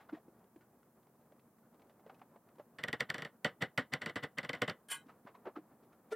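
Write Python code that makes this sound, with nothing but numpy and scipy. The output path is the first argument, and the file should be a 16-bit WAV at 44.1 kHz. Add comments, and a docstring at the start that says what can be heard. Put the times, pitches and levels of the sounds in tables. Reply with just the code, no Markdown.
"""Dull knocks of a plastic jug set down come first, over room air and a refrigerator's low hum. A spoon then bumps
about in thick batter, raps itself clean on the rim and is dropped among cutlery; steps and a lid's clonk follow.
Raps are gliding tones with ringing noise; knocks, cutlery and lid are shaken resonances; air and hum are shaped noise.
The kitchen is in fast motion, made of short cross-faded snippets, so many sounds fade in and end early.
The two channels are nearly alike."""
import sys
import numpy as np
from scipy import signal
from scipy.fft import rfft, irfft, next_fast_len
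from scipy.io import wavfile
from scipy.ndimage import map_coordinates

SR = 44100
rng = np.random.default_rng(int(sys.argv[2]) if len(sys.argv) > 2 else 0)


def magnitude_from_level(level_db):
    """Linear magnitude for a level in decibels (20 dB per decade)."""
    exponent = np.asarray(level_db, float) / 20
    return 10 ** exponent


def file_out(sig):
    """Save sig as 16-bit WAV at sys.argv[1]."""
    # one column per channel
    cols = np.atleast_2d(sig).T
    # limit, then scale
    lim = np.clip(cols, -1, 1)
    pcm = np.round(lim * 32767).astype(np.int16)
    wavfile.write(sys.argv[1], SR, pcm)


N = 271523  # length in samples

# raps of the spoon on the rim, levels before filtering; fade and decay are those on which the ring's layers build:
# start_s, strike_db, ring_db, fade_in_s, t60_s (time to fall by 60 dB)
TAPS = [(2.786, -45.5, -49, 0.0011, .13), (2.8378, -29, -39, 0.0077, 0.062),
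        (2.8843, -33.5, -42, 0.011, 0.067), (2.9297, -30.5, -38, .0023, .077),
        (3.0067, -23.5, -37, .013, 0.09), (3.102, -28, -41.5, 0.014, 0.08),
        (3.1441, -33, -43.5, 0.0074, 0.1), (3.1821, -36, -46.5, .0041, .16),
        (3.2218, -34.5, -44.5, .005, 0.061), (3.2502, -39, -47.5, .0072, 0.099),
        (3.4463, -29, -32, 0.0011, .11), (3.6233, -28, -36, .018, 0.1), (3.777, -26, -32, .0007, 0.11),
        (3.9371, -25.5, -38, .02, .094), (4.0184, -40, -43.5, 0.0068, 0.12), (4.061, -31, -42, .0037, .12),
        (4.097, -45.5, -47.5, .019, 0.067), (4.1578, -38, -37.5, .0009, 0.11),
        (4.2375, -39, -41, 0.017, 0.081), (4.3851, -30, -40, 0.015, .084),
        (4.431, -47.5, -48.5, .002, 0.12), (4.449, -42.5, -48, .017, 0.077),
        (4.4938, -29.5, -39.5, 0.0064, 0.064), (4.532, -40, -43, .0011, .14),
        (4.552, -42.5, -55, .012, 0.062), (4.6194, -26.5, -32.5, 0.0043, 0.083),
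        (4.678, -45, -36.5, .001, 0.095), (4.698, -35.5, -42.5, .014, 0.084)]
# pitch of the rim's main ring, which moves as the grip changes: time_s, pitch_hz
GRIP = [(2.8, 1860), (3.3, 1848), (3.45, 1959), (4.75, 1985)]


def unit(x):
    """Scales a sound to an rms level of 1."""
    return x / np.sqrt(np.mean(x ** 2) + 1e-20)


def along(points, hz):
    """Reads a curve of (Hz, dB) points on a log frequency axis; -120 dB outside it."""
    point_hz, point_db = np.transpose(points)
    return np.interp(np.log(hz + 1), np.log(point_hz + 1), point_db, -120, -120)


def wobble(rate):
    """Draws a smooth random curve with rate random points a second."""
    points = rng.standard_normal(int(N * rate / SR) + 4)
    return map_coordinates(points, [np.arange(N) * rate / SR])


def filtered(x, response):
    """Filters x by multiplying its spectrum by a response of frequency."""
    size = next_fast_len(x.shape[-1] + 8192)
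    spectrum = rfft(x, size) * response(np.fft.rfftfreq(size, 1 / SR))
    return irfft(spectrum, size)[..., :x.shape[-1]]


def resonances(peaks):
    """Builds the response of bodies that ring at (Hz, width Hz, dB) peaks, with alternating signs."""
    def response(f):
        total = 0
        for k, (hz, width, db) in enumerate(peaks):
            damping = 1j * f * width
            total = total + (-1) ** k * magnitude_from_level(db) * damping / (hz * hz - f * f + damping)
        return total
    return response


def swell(t, fade, t60):
    """A cross-fade in up to t = 0, then a steady decay in dB."""
    rise = np.clip(1 + t / max(fade, 1e-4), 0, 1) ** 1.69
    return rise * magnitude_from_level(-60 * np.clip(t, 0, None) / max(t60, .005))


def envelope(rows):
    """Adds up the powers of (start s, dB, fade-in s, t60 s) swells into one loudness curve."""
    power = np.zeros(N + SR)
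    k = np.arange(-SR // 20, SR // 4)
    for start_s, db, fade, t60 in rows:
        power[round(start_s * SR) + k] += (magnitude_from_level(db) * swell(k / SR, fade, t60)) ** 2
    return np.sqrt(power[:N])


def strikes():
    """High frequencies run round the rim first, so each strike glides down.

    It stops after a few milliseconds, a little sooner or later by chance."""
    # bending wave round the rim, before chance tuning and length: start_hz, glide_s, length_s
    rim_wave = (3445, 0.00062, 0.0056)
    # quick upper modes of the rim, before chance level changes: pitch_hz, level_db, t60_s
    rim_modes = [(3394, -2, 0.0044), (4520, -5.5, 0.0077), (5810, -12.5, 0.006), (7320, -15, 0.0039),
                 (9240, -27.5, 0.0083), (11820, -24.5, 0.0065)]
    start_hz, glide_s, length_s = rim_wave
    out = np.zeros(N)
    t = np.arange(SR // 40) / SR
    chance = rng.standard_normal((len(TAPS), 2))
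    for (start_s, strike_db, *_), (tune, long) in zip(TAPS, chance):
        end_hz = np.interp(start_s, *np.transpose(GRIP))
        hz = (end_hz + (start_hz - end_hz) * np.exp(-t / glide_s)) * (1 + 0.025 * tune)
        attack = 1 - np.exp(-t / 0.00079)
        stop = np.exp(-(t / (length_s * (1 + 0.23 * long))) ** 3)
        glide = attack * stop * np.sin(2 * np.pi * np.cumsum(hz) / SR)
        upper = 0
        for mode_hz, mode_db, t60 in rim_modes:
            decay = magnitude_from_level(mode_db + rng.normal(0, 2.5) - 60 * t / t60)
            upper = upper + decay * np.sin(2 * np.pi * mode_hz * t)
        out[round(start_s * SR):][:len(t)] += magnitude_from_level(strike_db) * (glide + upper)
    return out


def rings():
    """Jug, counter and walls ring on: the thump comes late and lasts, the treble dies first."""
    # jug and counter resonances, levels relative: pitch_hz, width_hz, level_db
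    jug_modes = [(144, 39.5, -3), (280, 69, -7.5), (477, 48, -5.5), (593, 38, -6), (744.4, 30, -7),
                 (1056, 36, -7.5), (1231, 57, -6), (1454, 64, -2), (1777, 85, -5), (2150, 110, -6),
                 (3000, 200, -5.5), (3260, 45, -13.5), (3464, 82, -9.5), (4470, 130, -15.5),
                 (4980, 77, -16.5), (5695, 110, -19.5), (7570, 300, -28), (8900, 270, -29),
                 (11600, 300, -34.5)]
    # tone of what the walls return of a tap, levels relative: pitch_hz, level_db (per Hz)
    wall_tone = [(41, -28.5), (95, -4.5), (360, -7.5), (494, -3.5), (853, -4.5), (2020, 8), (2430, -11.5),
                 (3490, -3.5), (5620, -29), (6750, -17), (7730, -19.5), (14600, -45), (16000, -60.5)]
    body = unit(filtered(rng.standard_normal(N), resonances(jug_modes)))
    walls = unit(filtered(rng.standard_normal(N), lambda f: magnitude_from_level(along(wall_tone, f))))
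    ring = body + magnitude_from_level(1.0) * walls
    low = filtered(ring, lambda f: 1 / (1 + (f / 800) ** 4))
    high = filtered(ring, lambda f: 1 / (1 + (4000 / (f + 1)) ** 4))
    mid = ring - low - high
    # a wavering tone stands for a beating cluster of close rim modes
    hz = np.interp(np.arange(N) / SR, *np.transpose(GRIP))
    beating = 1 + .5 * wobble(120)
    rim = unit(beating * np.sin(2 * np.pi * np.cumsum(hz + 60 * wobble(90)) / SR))
    thump_db = -0.13  # against the middle of the ring
    treble_db = 20 * np.log10(high.std() / mid.std()) - 0.5
    thump_rows, clang_rows, fizz_rows, echo_rows = [], [], [], []
    for s, _, db, fade, t60 in TAPS:
        thump_rows.append((s + 0.0068, db + thump_db, fade + 0.0087, 1.05 * t60))
        clang_rows.append((s + 0.0036, db, fade + 0.0053, t60))
        fizz_rows.append((s, db + treble_db, fade, 0.85 * t60))
        echo_rows.append((s + 0.021, db - 20.0, .02, .17))  # the room lingers under the ring
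    echo = envelope(echo_rows)
    thump = np.hypot(envelope(thump_rows), echo) * unit(low)
    clang = np.hypot(envelope(clang_rows), echo) * unit(mid + magnitude_from_level(-4.5) * mid.std() * rim)
    fizz = envelope(fizz_rows) * unit(high)
    return thump + clang + fizz


def clatter(contacts, modes, rattle_db, rattle_hz, end_s):
    """Noisy contacts shake a set of modes, each with weaker neighbours; the snippet fades out at end_s."""
    push = envelope(contacts) * rng.standard_normal(N)
    all_modes = list(modes)
    for (hz, db, t60), pairs in zip(modes, rng.standard_normal((len(modes), 4, 2))):
        for a, b in pairs:
            all_modes.append((hz * (1 + .06 * a), db - 11.5 + 3 * b, 0.7 * t60))
    all_modes.sort(key=lambda mode: mode[0])
    # a mode that dies sooner is wider
    peaks = [(hz, np.log(1000) / (np.pi * t60), db) for hz, db, t60 in all_modes]
    rung = filtered(push, resonances(peaks))

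    def rattle_tone(f):
        bass_cut = 1 / (1 + (500 / (f + 1)) ** 2)
        return bass_cut / (1 + (f / rattle_hz) ** 2) / (1 + (f / 13200) ** 16)

    rattle = filtered(push, rattle_tone)
    fade_out = np.clip((end_s - np.arange(N) / SR) / 0.03, 0, 1)
    return fade_out * (rung * push.std() / rung.std() + magnitude_from_level(rattle_db) * rattle)


def cutlery():
    """The dropped spoon shakes the many long-ringing modes of steel cutlery, with a bright rattle."""
    # contacts that drive the sound: start_s, level_db, fade_in_s, t60_s
    drop_contacts = [(4.886, -50, 0.0022, 0.05), (4.903, -42, 0.01, 0.049), (4.917, -35, 0.021, 0.092),
                     (4.946, -47.5, 0.011, 0.12)]
    # steel modes, levels relative: pitch_hz, level_db, t60_s
    steel_modes = [(926, -11.5, .15), (1100, -9, 0.13), (1472, -7.5, 0.18), (1632, 0, 0.14),
                   (2080, -6.5, 0.22), (2470, -8.5, 0.1084), (3102, 0, 0.2), (3342, -12, 0.1),
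                   (3900, -15, 0.25), (4410, -15, .1), (5440, -24, 0.13), (5600, -20, 0.22),
                   (6000, -28, 0.09), (7300, -18.5, 0.13), (7400, -10.5, .12), (8016, -16, .12),
                   (8700, -18, .06), (9100, -6, 0.038), (9640, -18, .06), (10270, -17, .05),
                   (10300, -21, 0.066), (12150, -19, 0.033), (12970, -20, .05)]
    return clatter(drop_contacts, steel_modes, rattle_db=0, rattle_hz=4000, end_s=5.05)


def lid():
    """The lid meets the jug and shakes a strong low mode, with weaker modes and a duller rattle."""
    # contact that drives the sound: start_s, level_db, fade_in_s, t60_s
    lid_contact = [(6.127, -32.5, 0.025, .06)]
    # lid modes, levels relative: pitch_hz, level_db, t60_s
    lid_modes = [(433, 2.5, 0.117), (1398, -8.5, 0.15), (1852, -12, 0.12), (2270, -32, .1),
                 (2840, -26, 0.073), (3600, -37, .07), (5940, -37, 0.063), (8060, -36, 0.055),
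                 (9510, -35, .06), (10740, -39, 0.054)]
    return clatter(lid_contact, lid_modes, rattle_db=-7, rattle_hz=2500, end_s=6.25)


def knocks(rows):
    """Each knock is a dull resonance, struck and shaken, and a scuff of wider noise under one swell."""
    out = np.zeros(N + SR)
    k = np.arange(-SR // 40, SR // 8)
    for start_s, scuff_db, knock_db, hz, t60 in rows:
        # heavier scuffs are duller (dB per octave, well above 1300 Hz)
        tilt_db = -7.5 - 0.46 * (scuff_db + 76.5)
        # the spoon's bumps start sharply, jug and steps softly
        fade_over_t60, width_over_pitch = (0.046, 0.59) if .25 < start_s < 2.6 else (.17, 0.23)
        noise = rng.standard_normal((2, len(k)))
        resonance = resonances([(hz, width_over_pitch * hz, 0)])
        shaken = unit(filtered(noise[0], lambda f: resonance(f) / (1 + (f / (2.4 * hz)) ** 2)))
        struck = np.sin(2 * np.pi * hz * k / SR + np.pi * noise[0, 0])  # random phase
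        dull = 0.82 * shaken + 0.93 * struck

        def scuff_tone(f):
            tilt = magnitude_from_level(tilt_db * np.log2(1 + (f / 1300) ** 2) / 2)
            return tilt / (1 + (450 / (f + 1)) ** 4)

        scuff = unit(filtered(noise[1], scuff_tone))
        both = magnitude_from_level(knock_db) * dull + magnitude_from_level(scuff_db) * scuff
        out[round(start_s * SR) + k] += both * swell(k / SR, fade_over_t60 * t60, t60)
    return out[:N]


def jug_spoon_and_steps():
    """Dull knocks at set times: the jug set down, the spoon bumping in the batter, steps and doors."""
    # levels before the mix of layers: start_s, scuff_db, knock_db, pitch_hz, t60_s
    knock_rows = [(.01, -61, -68, 1120, 0.19), (.096, -55, -58, 1380, 0.07), (.134, -57.5, -41, 310, 0.098),
                  (.152, -62, -64.5, 1860, .11), (.175, -70, -55.5, 650, 0.078),
                  (.283, -82, -54.5, 332, 0.063), (.443, -75, -56.5, 299, 0.043),
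                  (.561, -70, -55, 332, 0.078), (.611, -79, -68.5, 1470, 0.13),
                  (1.212, -80, -63, 486, 0.082), (1.322, -68, -60.5, 600, 0.042),
                  (1.395, -71.5, -75, 2630, 0.04), (1.744, -73, -61, 452, 0.061),
                  (1.797, -68, -62, 440, .06), (1.819, -72, -75, 406, .06), (1.897, -66.5, -68, 580, 0.12),
                  (1.997, -80, -63.5, 745, .089), (2.065, -65, -52, 450, 0.097),
                  (2.097, -55.5, -52, 770, 0.074), (2.195, -68, -79, 890, 0.057),
                  (2.217, -56.5, -54, 736, 0.056), (2.361, -80, -55, 690, 0.056),
                  (2.489, -79, -65.5, 1390, 0.041), (2.585, -67, -58, 502, .08),
                  (2.597, -60.5, -49, 587, 0.083), (5.069, -75, -61.5, 255, 0.095),
                  (5.095, -58.5, -59, 1268, .12), (5.254, -77, -52, 210, 0.044),
                  (5.276, -52, -56.5, 1100, .11), (5.352, -63.5, -55.5, 1000, 0.074),
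                  (5.458, -52, -51, 883, 0.05), (5.472, -42.5, -42.5, 375, 0.097),
                  (5.563, -57, -50.5, 1250, 0.066), (5.574, -54, -43, 307, 0.09),
                  (5.836, -74.5, -62.5, 420, 0.13), (5.931, -74, -67, 1365, 0.082)]
    return knocks(knock_rows)


def faint_bumps():
    """Ten faint bumps fall by chance, in time, strength and pitch, while the spoon stirs."""
    count = 10
    start_s = rng.uniform(.25, 2.6, count)
    a, b, c = rng.standard_normal((count, 3)).T
    scuff_db, knock_db = -79 + 2.3 * a, -70 + 3 * b
    pitch_hz = 804 * np.exp(.55 * c)
    t60_s = np.full(count, 0.06)
    return knocks(np.transpose([start_s, scuff_db, knock_db, pitch_hz, t60_s]))


def kitchen():
    """Room air, as shaped noise, drifts in level with a steady random wobble; the refrigerator's hum wavers."""
    # room air, higher while someone moves, before its random wobble: time_s, level_db
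    air_level = [(0, -68), (.7, -70), (1.6, -69.5), (1.8, -67), (2.2, -68), (2.7, -69), (3.4, -69),
                 (4.3, -69), (4.85, -68), (5.3, -66.5), (5.7, -67.5), (6.15, -67)]
    # tone of the room air, levels relative: pitch_hz, level_db (per Hz)
    air_tone = [(30, -24.5), (60, -14.5), (125, -3.5), (170, 1), (260, 0), (500, -3.5), (1100, -9),
                (1800, -19.5), (2800, -33.5), (5000, -39)]
    # refrigerator resonances, each response squared below: pitch_hz, width_hz, level_db
    hum_modes = [(121, 34, -8.5), (231.5, 25, -4)]
    time_s, level_db = np.transpose(air_level)
    air = unit(filtered(rng.standard_normal(N), lambda f: magnitude_from_level(along(air_tone, f))))
    air_db = np.interp(np.arange(N) / SR, time_s, level_db) + 0.9 * wobble(14) + 1.5 * wobble(40)
    hum = unit(filtered(rng.standard_normal(N), lambda f: resonances(hum_modes)(f) ** 2))
    hum_db = -75.0 + 1.6 * wobble(4.0)
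    return magnitude_from_level(air_db) * air + magnitude_from_level(hum_db) * hum


def side_waver(near):
    """A weak, randomly wavering copy, opposite in the two channels, makes them differ slightly."""
    # tone of the copy, levels relative: pitch_hz, level_db
    waver_tone = [(20, -34), (250, -35), (700, -34), (2500, -25), (5000, -17), (10000, -23), (20000, -24.5)]
    return filtered(near * unit(wobble(150)), lambda f: magnitude_from_level(along(waver_tone, f)))


def scene():
    """The counter's reflection weakens a narrow band of the raps; both channels get almost the same sound."""
    taps = filtered(strikes() + rings(), lambda f: 1 - resonances([(6700, 600, -3)])(f))
    near = taps + cutlery() + lid() + jug_spoon_and_steps() + faint_bumps()
    near = filtered(near, lambda f: (1j * f / (1j * f + 60)) ** 2)  # deep bass below about 60 Hz is cut from these sounds
    spread = side_waver(near)
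    mid = near + kitchen()
    return np.array([mid + spread, mid - spread])


def top_cut(x):
    """Nothing passes above the cut-off."""
    return signal.sosfilt(signal.butter(12, 16500, fs=SR, output="sos"), x)


def record(dry):
    """Limits the scene's band near 15.5 kHz and adds preamplifier hiss, apart in each channel."""
    # tone of the hiss, levels relative: pitch_hz, level_db (per Hz)
    hiss_tone = [(15, -51.5), (25, -24.5), (162, 1.5), (597, -2), (683, -3.5), (1420, -8), (3770, -16),
                 (15000, -3.5), (16300, -8)]
    hiss = unit(filtered(rng.standard_normal((2, N)), lambda f: magnitude_from_level(along(hiss_tone, f))))
    limited = filtered(dry, lambda f: 1 / (1 + (f / 15500) ** 30))
    mix = limited + magnitude_from_level(-78.0) * hiss
    return top_cut(mix)


dry = scene()
out = record(dry)
file_out(out)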